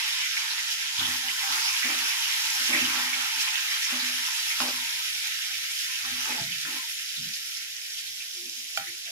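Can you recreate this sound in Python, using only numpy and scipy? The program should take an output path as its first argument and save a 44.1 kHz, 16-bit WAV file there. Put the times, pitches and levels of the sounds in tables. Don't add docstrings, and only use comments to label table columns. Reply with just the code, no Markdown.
import sys
import numpy as np
from scipy import signal
from scipy.fft import rfft, irfft, next_fast_len
from scipy.io import wavfile
from scipy.ndimage import uniform_filter1d

SR = 44100
rng = np.random.default_rng(int(sys.argv[2]) if len(sys.argv) > 2 else 0)


def pcm_store(signal):
    levels = np.round(np.clip(np.atleast_2d(signal), -1, 1) * 32767)
    wavfile.write(sys.argv[1], SR, levels.astype(np.int16).T)


N = 401732

# frequency in Hz, relative density in dB.
FINE_SPECTRUM = [(1470, -59), (2500, -8), (2680, -9.5), (3070, -4), (3480, -4), (3720, -3.5), (4180, -6),
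                 (5460, -1.5), (7250, -9.5), (8070, -15), (8780, -15.5), (9480, -16), (10600, -11),
                 (13400, -15), (15600, -22.5)]
# frequency in Hz, relative level in dB, free decay t60 in seconds.
WOK_MODES = [(94.3, -2.5, 1), (133, -8, .4), (176, -12, 0.42), (219, -9.5, 0.75), (250, 2.5, 0.89),
             (268, -10, 0.6), (307.8, -1, 0.65), (350, -9, 1), (596.5, 2, 0.84), (699, -11, 0.29),
             (796, 6.5, 0.54), (873.6, -23, 0.22), (913, -16, 0.5), (1043, -16, 0.37), (1150, -23, .4),
             (1263, -10, .3), (1357, -12, 0.3), (1764, -9, .3), (1850, 12, 0.23), (2333, -16, .3),
             (2553, -3, .3), (2835, 0, .3), (3160, -15, .3), (5150, -20, .15)]


def gain_of(db):
    return 10 ** (np.asarray(db) / 20)


def evened(x):
    return x / np.sqrt(np.mean(abs(x) ** 2) + 1e-20)


def read(points, hz):
    f, value = np.transpose(points)
    return np.interp(np.log(hz + 1), np.log(f + 1), value)


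def add(mix, s, sound):
    part = mix[..., round(s * SR):][..., :sound.shape[-1]]
    part += sound[..., :part.shape[-1]]


def shaped(x, points):
    size = next_fast_len(N)
    weights = gain_of(read(points, np.fft.rfftfreq(size, 1 / SR)))
    return evened(irfft(rfft(x, size) * weights, size)[..., :N])


def arriving(x, lean_db=0):
    lag = 6
    return gain_of([[-lean_db / 2], [lean_db / 2]]) * np.array([np.roll(x, lag), x])


def bubbles(per_s, spread_db, pops, patchy_db, size):
    sizes = gain_of(spread_db * np.minimum(rng.exponential(1, N), 4))
    bursts = sizes * (rng.random(N) < per_s / SR)
    decay = np.exp(-np.arange(200) / 76.0)
    activity = evened(signal.oaconvolve(bursts, decay)[:N])
    x = rng.standard_normal((2, N)) * np.sqrt(1 + (pops * activity) ** 2)
    z = signal.stft(x, nperseg=256, noverlap=128)[2]
    patches = uniform_filter1d(rng.standard_normal(z.shape[1:]), size, 0)
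    patches = evened(uniform_filter1d(patches, 21, 1))
    return signal.istft(z * gain_of(patchy_db * patches), nperseg=256, noverlap=128)[1][:, :N]


def through_steel(x, width, lift_db):
    size = next_fast_len(N)
    hz = np.fft.rfftfreq(size, 1 / SR)
    peaks = sum(1 / (1 + (2 * (hz - f) / (width * np.sqrt(f / 1000))) ** 2) for f, _, _ in WOK_MODES if f > 700)
    return irfft(rfft(x, size) * np.sqrt(1 + gain_of(2 * lift_db) * peaks), size)[:, :N]


def pop(hz):
    cycles, glide = 4.1, 0.078
    turns = hz * np.arange(400) / SR
    phase = 2 * np.pi * turns * (1 + glide * turns / (2 * cycles))
    return np.minimum(turns, 1) * np.exp(-turns / cycles) * np.sin(phase)


def crackle():
    out = np.zeros((2, N))
    per_s, spread_db, lean_db = 450, 3.2, 14
    low_hz, high_hz = 1910, 7600
    for when, pitch, size, place in rng.random((per_s * N // SR, 4)):
        hz = low_hz * (high_hz / low_hz) ** pitch
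        db = read(FINE_SPECTRUM, hz) - spread_db * max(np.log(size + 1e-9), -3.5)
        add(out, when * N / SR, gain_of(db) * arriving(pop(hz), lean_db * (2 * place - 1)))
    return evened(out)


def surges(t):
    # middle in seconds, time from the middle to 1/e of the lift in seconds,
    # lift of fine fizz in dB, lift of deep boil in dB.
    lifts = [(0.507, 0.11, 0.5, 5.5), (0.723, 0.019, 4.5, 3), (1.036, 0.26, 3.5, 8), (1.565, 0.19, 2, 10),
             (1.898, 0.048, 0.5, -4), (2.957, 0.11, 0, 5.5), (3.26, 0.028, 1.5, 6), (3.412, 0.024, 4, -2.5),
             (3.827, 0.022, 0.5, -6), (4.197, 0.12, -0.5, -0.5), (4.29, 0.021, 0.5, 6.5),
             (4.62, 0.015, 2.5, 13), (4.832, 0.26, -1.5, 4), (5.786, 0.1, 3.5, -2.5),
             (5.984, .08, 0.5, -0.5), (6.266, 0.16, 2, 6.5), (6.537, 0.056, -1, -1),
             (6.766, 0.076, 0.5, 4.5), (7.743, 0.16, -2.5, -5), (8.779, 0.01, 6.5, 3)]
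    s, length, fine_db, deep_db = (c[:, None] for c in np.transpose(lifts))
    swell = np.exp(-((t - s) / length) ** 2)
    return (fine_db * swell).sum(0), (deep_db * swell).sum(0)


def frying():
    # time in seconds, level of fine fizz in dB, level of large bubbles in dB.
    course = [(0, -30.5, -31.5), (.6, -32, -33), (.92, -35.5, -35), (1.3, -33, -34), (1.7, -30.5, -32.5),
              (2.3, -30, -30.5), (2.64, -28, -30.5), (3.1, -31.5, -30.5), (3.8, -31.5, -31.5),
              (4.5, -30.5, -33), (5.0, -31.5, -34.5), (5.6, -34.5, -35.5), (6.3, -34.5, -35),
              (6.8, -34, -38.5), (7.0, -35.5, -40), (7.8, -36, -43), (8.2, -38, -45.5), (8.6, -38, -47.5),
              (9.11, -39, -45.5)]
    # frequency in Hz, relative density in dB.
    large_spectrum = [(1000, -28.5), (1280, -10.5), (1600, -2.5), (2100, 2.5), (3100, 0.5), (4200, -5.5),
                      (6000, -34)]
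    deep_spectrum = [(500, -17.5), (680, -11.5), (790, -2.5), (950, 4.5), (1150, 0.5), (1350, 1.5),
                     (1600, 6.5), (2000, -36), (2600, -41)]
    s, *columns = np.transpose(course)
    frames, t = np.arange(0, N + 64, 64) / SR, np.arange(N) / SR
    fine_db, large_db = (np.interp(frames, s, c) for c in columns)
    fine_lift_db, deep_lift_db = surges(frames)
    deep_db = -44 + 1.86 * (large_db + 31.5) + deep_lift_db

    fine = shaped(bubbles(per_s=380, spread_db=5.5, pops=0.21, patchy_db=1.05, size=5), FINE_SPECTRUM)
    large = shaped(bubbles(per_s=88, spread_db=-3.0, pops=0.23, patchy_db=2.0, size=2), large_spectrum)
    deep = shaped(bubbles(per_s=96, spread_db=1.5, pops=0.4, patchy_db=2.5, size=1), deep_spectrum)
    large = evened(through_steel(large, width=4.1, lift_db=7.5))
    deep = evened(through_steel(deep, width=9.1, lift_db=9.0))

    slow = signal.lfilter(*signal.butter(2, 10.6, fs=SR / 64), rng.standard_normal(len(frames)))
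    swell_db = 0.48 * evened(slow)
    landing_s, top_hz, dull_db = 0.99, 8240, -3
    top = signal.sosfiltfilt(signal.butter(3, top_hz, "high", fs=SR, output="sos"), fine)
    fine = fine - (1 - gain_of(np.where(t < landing_s, dull_db, 0))) * top
    fine = fine + gain_of(-8) * crackle()

    courses = fine_db + fine_lift_db + swell_db, large_db + swell_db, deep_db
    levels = gain_of([np.interp(t, frames, db) for db in courses])
    return levels[0] * fine + levels[1] * large + levels[2] * deep


def room():
    # frequency in Hz, relative density in dB.
    spectrum = [(15, -53), (25, -7), (60, -11), (109, -6.5), (162, -15), (266, -6), (309, -8), (598, -6),
                (628, -6.5), (1300, -8), (1690, -39), (2860, -120)]
    return gain_of(-58) * shaped(rng.standard_normal((2, N)), spectrum)


def puff(noise, hz, width):
    r = np.exp(-np.pi * width / SR)
    poles = [1, -2 * r * np.cos(2 * np.pi * hz / SR), r * r]
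    once = signal.lfilter([1, -1], poles, noise)
    return evened(signal.lfilter([1, -1], poles, once))


def held(x):
    wobble = 0.66
    return evened(x / (abs(signal.hilbert(x)) + wobble))


def spits():
    # start in seconds, level in dB, bubble pitch in Hz, length in seconds.
    pockets = [(0.0284, -31, 2800, 0.03), (0.124, -29.5, 3570, 0.031), (0.195, -33, 2940, 0.082),
               (0.369, -24.5, 2220, 0.016), (0.405, -36, 2300, 0.0056), (0.502, -30.5, 3960, 0.045),
               (0.581, -31, 1940, 0.025), (0.713, -43, 5500, .04), (0.982, -25, 3300, 0.0084),
               (0.994, -24.5, 3450, 0.021), (1.028, -25, 3200, 0.015), (1.048, -26, 3200, 0.024),
               (1.239, -34, 3200, .006), (1.283, -23.5, 2870, 0.0066), (1.29, -27, 2130, 0.015),
               (1.299, -29, 2790, 0.02), (1.506, -35, 5720, 0.043), (1.617, -33, 5300, 0.043),
               (1.648, -30, 5000, .035), (1.676, -27, 2500, 0.017), (1.823, -30.5, 2120, 0.071),
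               (1.895, -33, 2180, .04), (2.1, -32.5, 2480, 0.06), (2.727, -24.5, 2100, 0.034),
               (2.746, -23, 2080, 0.029), (2.774, -27, 2300, .025), (2.802, -27, 2520, .04),
               (2.849, -28, 3150, 0.02), (3.13, -28, 2240, 0.032), (3.475, -32, 2420, 0.038),
               (3.41, -37, 4820, .03), (3.829, -29.5, 5340, 0.044), (3.996, -30, 4100, 0.042),
               (4.5, -31.5, 2220, 0.046), (4.693, -33, 4900, 0.036), (5.707, -37, 6370, .03),
               (6.206, -38, 5300, .04), (6.518, -33, 3100, 0.02), (6.528, -36, 2520, .016),
               (7.162, -35, 3650, 0.047), (7.333, -35.5, 4460, 0.037), (7.972, -38, 3090, 0.042),
               (8.065, -39, 4000, .03), (8.202, -39, 2480, 0.044), (8.46, -44, 2530, .04),
               (8.869, -37.5, 2030, 0.044), (9.056, -40, 2590, 0.052), (9.073, -42, 1780, 0.021)]
    # start in seconds, level in dB, starting pitch in Hz.
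    lone_bubbles = [(1.63, -21, 5400), (1.6685, -16, 5000), (1.679, -24, 2700), (1.689, -18, 5500),
                    (1.7297, -17, 5510), (1.832, -18, 2170), (2.788, -18, 2060), (3.477, -19, 2670),
                    (3.5565, -15, 3160), (7.572, -22, 5000), (7.767, -24, 5500), (7.818, -30, 2280),
                    (8.457, -25, 5250), (8.497, -21, 5470)]
    grain_s, grain_db, rise_s = 0.0029, -1, 0.00078
    pitch_width = 0.24
    out, t = np.zeros((2, N)), np.arange(8000) / SR
    for (s, db, hz, length), noise in zip(pockets, rng.standard_normal((len(pockets), 3, 8000))):
        flicker = evened(gain_of(grain_db * np.interp(t / grain_s, np.arange(8000), noise[2])))
        shape = np.minimum(t / rise_s, 1) * np.sqrt(np.clip(1 - t / length, 0, 1))
        add(out, s, gain_of(db) * shape * flicker * held(puff(noise[:2], hz, pitch_width * hz)))
    for s, db, hz in lone_bubbles:
        add(out, s, gain_of(db) * arriving(pop(hz), lean_db=7))
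    return out


def ring(modes, colour_db, share):
    t = np.arange(SR // 3) / SR
    hz, db, t60 = (c[:, None] for c in np.transpose(modes))
    decay = gain_of(db + colour_db[:, None] - 60 * t / (share * t60))
    rise = np.minimum(hz * t, 1)
    partials = decay * np.sin(2 * np.pi * hz * t) * rise
    return (-1.) ** np.arange(len(modes)) @ partials


def blow(rattle, tick):
    force = rng.standard_normal(4000) * gain_of(-60 * np.arange(4000) / SR / rattle)
    force[0] = tick * np.linalg.norm(force)
    return force / np.linalg.norm(force)


def wok():
    # start in seconds, overall level in dB, # then colour relative to 250
    # Hz in dB near 140, 310, 600 and 850 Hz.
    landings = [(0.978, -57, 11.5, -11, -23, -11), (1.006, -48.5, 4, -0.5, -21, -4),
                (1.075, -48, 2, -4, -11, -5), (1.239, -56, 5, -11, -20, -10), (1.49, -59, 9, 0, -17, -10),
                (1.842, -41.5, -10, -9, -31, -24), (1.888, -52.5, -13, 10, -3, 1),
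                (1.945, -53, -20, 0, -12, -6), (2.599, -52, -22, -13, -5, -15),
                (2.692, -39.5, -30, -1, -12, -25), (2.733, -39, -25, -12, -16, -16),
                (2.748, -42.5, -10, 7.5, -5, -21), (2.812, -37, -10, -6, -23, -22),
                (2.869, -48.5, 0, 6, -20, -9), (2.958, -47.5, -6, -3, -6, -15),
                (3.047, -51.5, -27, -7, -32, -10), (3.157, -53.5, -15, -21, -1.5, 0),
                (3.359, -59.5, -17, -0.5, -21, -16), (3.922, -41.5, -35, -10, -12, -19),
                (4.021, -45, -33, -10, -33, -23), (4.603, -41, -29, -2.5, -3, -6.5),
                (4.728, -50.5, -20, -24, -24, -11), (6.062, -56.5, -23, -15, -4, -3),
                (6.112, -47.5, -21, -28, -38, -16), (6.292, -46.5, -26, -2, -18, -7),
                (6.65, -60, -3, -3, -14, -8), (6.674, -55, -14, 4, -13, -12),
                (6.731, -54.5, -12, 6, -8, -3)]
    cutoffs = [1.21, 1.36, 1.58, 1.878, 2.065, 2.722, 2.793, 2.856, 3.25, 3.46, 3.995, 4.27, 4.705, 4.84,
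               6.25, 6.36, 6.722, 6.785]
    out, hz, t = np.zeros(N), np.transpose(WOK_MODES)[0], np.arange(SR // 3) / SR
    starts = np.transpose(landings)[0]
    ends = np.sort(np.concatenate([starts, cutoffs, [np.inf]]))
    following = ends[np.searchsorted(ends, starts, "right")]
    for (s, db, low, second, third, fourth), end in zip(landings, following):
        colour = read([(140, low), (250, 0), (309, second), (597, third), (850, fourth),
                       (1200, -15), (2500, -7)], hz)
        modal_ring = ring(WOK_MODES, colour, share=0.93)
        sound = signal.fftconvolve(modal_ring, blow(rattle=0.04, tick=8.9))[:len(t)]
        fade = np.exp(-np.maximum(t - (end - s), 0) / 0.0074)
        add(out, s, gain_of(db) * sound * fade)
    return out


def scraping():
    # start in seconds, level in dB, length in seconds, treble lift and equal bass cut in dB.
    strokes = [(0.998, -44, 0.096, 8), (1.424, -44.5, 0.22, 7.5), (1.837, -36.5, 0.39, 2),
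               (2.699, -33.5, 0.16, -5), (2.843, -44, 0.38, 6.5), (3.887, -41.5, 0.22, 4.5),
               (4.609, -29.5, 0.11, -4), (4.727, -62, 0.16, 0), (6.03, -44, 0.2, 1),
               (6.266, -34, 0.16, -2.5), (6.65, -36.5, 0.16, -1), (6.8, -58, 0.1, -9),
               (8.78, -49, 0.099, 9)]
    # frequency in Hz, relative density in dB.
    spectrum = [(200, -8.5), (400, -3), (800, -2), (1500, 5), (2500, 5.5), (4000, -12)]
    out, t = np.zeros((2, N)), np.arange(SR // 3) / SR
    slips = shaped(bubbles(per_s=140, spread_db=5.0, pops=0.46, patchy_db=1.0, size=2), spectrum)
    slips = evened(through_steel(slips, width=8.0, lift_db=8.5))
    low = signal.lfilter(*signal.butter(2, 1100, fs=SR), slips)
    high = slips - low
    for s, db, length, bright in strokes:
        at = slice(round(s * SR), round(s * SR) + len(t))
        sound = gain_of(-bright) * low[:, at] + gain_of(bright) * high[:, at]
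        shape = np.minimum(t / 0.0066, 1) * np.sqrt(np.clip(1 - t / length, 0, 1))
        add(out, s, gain_of(db) * shape[:sound.shape[1]] * sound)
    return out


def cracks():
    # start in seconds, level in dB,
    # body frequency in Hz, level of each treble band over the body in dB.
    strikes = [(1.006, -35, 1250, -5), (1.821, -37, 1250, -5), (3.918, -33, 1240, -5),
               (4.603, -21, 1250, -1.5), (4.618, -30, 1000, -7), (6.05, -33, 1270, -5),
               (6.257, -27.5, 1400, -8), (6.321, -29.5, 2200, -8), (6.397, -39, 2200, -8),
               (6.652, -29, 1690, -11), (6.68, -40, 1800, -10)]
    edge_tick, t60 = 9, 0.022
    out, t = np.zeros((2, N)), np.arange(2000) / SR
    for (s, db, hz, treble_db), noise in zip(strikes, rng.standard_normal((len(strikes), 2, 2000))):
        noise = noise + edge_tick * (t == 0)
        treble = puff(noise, 2300, 1000) + puff(noise, 4700, 1800)
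        colour = puff(noise, hz, 660) + gain_of(treble_db) * treble
        add(out, s, gain_of(db - 60 * t / t60) * colour)
    return signal.lfilter(*signal.butter(4, 6240, fs=SR), out)


def hums():
    # start in seconds, level in dB, mode frequency in Hz, length in seconds.
    rubs = [(1.23, -50.5, 797, 0.1), (1.43, -45, 798, 0.074), (1.504, -42, 1280, 0.05),
            (1.581, -59, 800, 0.055), (2.447, -44, 916, 0.04), (2.556, -46.5, 796, 0.032),
            (2.706, -50, 598, 0.052), (4.088, -56, 606, 0.06), (4.756, -53, 904, 0.063),
            (5.497, -59.5, 784, 0.11), (5.705, -53, 924, 0.036), (5.88, -55, 1043, .11),
            (6.255, -46, 880, .03), (6.288, -40, 870, 0.032), (6.363, -52.5, 681, .12),
            (6.38, -42, 847, 0.022), (6.414, -54.5, 900, 0.073), (6.763, -53.5, 1035, 0.062),
            (6.831, -52.5, 918, 0.085)]
    width_hz, rise_s = 25, 0.0038
    out, t = np.zeros(N), np.arange(8000) / SR
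    for (s, db, hz, length), noise in zip(rubs, rng.standard_normal((len(rubs), 12000))):
        shape = np.minimum(t / rise_s, 1) * np.clip(1 - t / length, 0, 1) ** 0.21
        settled = held(puff(noise, hz, width_hz))[-len(t):]
        add(out, s, gain_of(db) * shape * settled)
    return out


def bowl():
    # start in seconds, level in dB, hollow resonance in Hz,
    # width in Hz, length in seconds, share of the length spent rising.
    bumps = [(1.52, -58, 97, 23, 0.13, .2), (1.53, -60, 370, 51, 0.098, .4), (1.67, -56, 97, 37, .08, .7),
             (4.682, -58, 103, 35, .22, .5), (5.062, -60, 90, 44, 0.23, .3), (5.52, -60, 85, 46, .12, .5),
             (5.977, -56.5, 96, 29, 0.36, 0.21), (6.379, -48.5, 146, 96, 0.18, 0.2),
             (6.41, -40, 170, 100, .022, .3), (6.555, -52.5, 134, 45, 0.046, .4),
             (6.6, -55, 134, 27, 0.105, 0.65), (7.162, -51.5, 144, 47, 0.16, 0.14),
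             (7.17, -53.5, 203, 43, 0.17, 0.29), (8.023, -59.5, 95, 20, 0.15, .5),
             (8.314, -58.5, 358, 27, 0.23, 0.54), (8.422, -58.5, 250, 42, 0.1, 0.4),
             (8.54, -62.5, 250, 20, 0.14, 0.64), (8.783, -53, 99, 72, 0.067, .2),
             (8.832, -59.5, 356, 18, 0.13, 0.65), (8.874, -53, 100, 50, 0.034, .3),
             (9.053, -51, 640, 110, 0.13, 0.61)]
    # frequency in Hz, relative level in dB, t60 in seconds.
    modes = [(653, -4, 0.068), (793, -4, 0.17), (1410, 10.5, 0.02), (1880, -3, .03), (2380, 7, 0.02),
             (3180, 6, 0.027), (4530, 6, 0.018), (7200, 1, 0.018), (9800, -8, .015), (12400, 3, .015)]
    # start in seconds, level in dB.
    taps = [(8.774, -29.5), (8.797, -42.5)]
    out, t = np.zeros((2, N)), np.arange(SR // 3) / SR
    for (s, db, hz, width, length, rise), noise in zip(bumps, rng.standard_normal((len(bumps), len(t)))):
        shape = np.interp(t / length, [0, rise, 1], [0, 1, 0]) ** 0.39
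        add(out, s, gain_of(db) * shape * arriving(held(puff(noise, hz, width))))
    for s, db in taps:
        free_ring = ring(modes, np.zeros(len(modes)), share=1)
        sound = signal.fftconvolve(free_ring, blow(rattle=0.008, tick=4.0))
        add(out, s, gain_of(db) * arriving(sound, lean_db=5))
    return out


def kitchen(x, t60):
    tail = rng.standard_normal((2, SR // 3)) * gain_of(-60 * np.arange(SR // 3) / SR / t60)
    tail[:, :130] = 0
    tail = signal.lfilter(*signal.butter(2, 450, "high", fs=SR), tail)
    return signal.fftconvolve(x, tail / np.linalg.norm(tail[0]), axes=1)[:, :N]


def ports(a, b):
    # frequency in Hz, left over right in dB.
    balance = [(300, 0.5), (1200, -0.5), (2300, -2), (4200, -2.5), (5400, -3.5), (6700, -6), (7900, -8),
               (8450, -2.5), (8950, 0), (9500, 6.5), (10000, 18), (10500, 11.5), (11100, 6), (15000, 7.5)]
    # frequency in Hz, share of the left signal in the right, 0 to 1.
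    likeness = [(30, 0.82), (100, 1), (300, 1), (550, 0.34), (900, 0.27), (2000, 0.11), (3200, 0.3),
                (4300, 0.23), (8000, 0.28)]
    # frequency in Hz, lead of the right in radians.
    phase_lead = [(100, 0.44), (600, 0.5), (1000, 2.3), (3000, 2.26), (4200, 3.44), (5200, 5.14),
                  (7000, 1.6)]
    size = next_fast_len(N)
    hz = np.fft.rfftfreq(size, 1 / SR)
    same, left = np.clip(read(likeness, hz), 0, .99), rfft(a, size)
    shared = same * left * np.exp(1j * read(phase_lead, hz))
    right = shared + np.sqrt(1 - same ** 2) * rfft(b, size)
    tilt = gain_of(read(balance, hz) / 2)
    return irfft(np.array([left * tilt, right / tilt]), size)[:, :N]


def scene():
    blows = scraping() + spits() + cracks() + bowl() + arriving(wok() + hums())
    return ports(*(frying() + blows + gain_of(-7.5) * kitchen(blows, t60=0.3) + room()))


def record(dry):
    # frequency in Hz, power density in dB per Hz.
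    threshold = [(100, -79), (300, -87.5), (700, -81.5), (1200, -77.5), (1350, -91), (2200, -105),
                 (16000, -140)]
    dry = signal.lfilter(*signal.butter(2, 41.0, "high", fs=SR), dry)
    hz, _, z = signal.stft(dry, SR, nperseg=1024, noverlap=768, scaling="psd")
    power = uniform_filter1d((abs(z) ** 2).mean(0), size=3, axis=0)
    power = uniform_filter1d(power, size=9, axis=1)
    over_db = 10 * np.log10(power + 1e-20) - read(threshold, hz)[:, None]
    shut = 1 / (1.5 + np.exp(np.clip(over_db / 1.07, -30, 30)))
    out = signal.istft(z * gain_of(-15. * shut), SR, nperseg=1024, noverlap=768, scaling="psd")[1][:, :N]
    low_pass = signal.firwin(511, 15650, window=("kaiser", 9), fs=SR)
    return signal.oaconvolve(out, low_pass[None], "same")


dry = scene()
out = record(dry)
pcm_store(out)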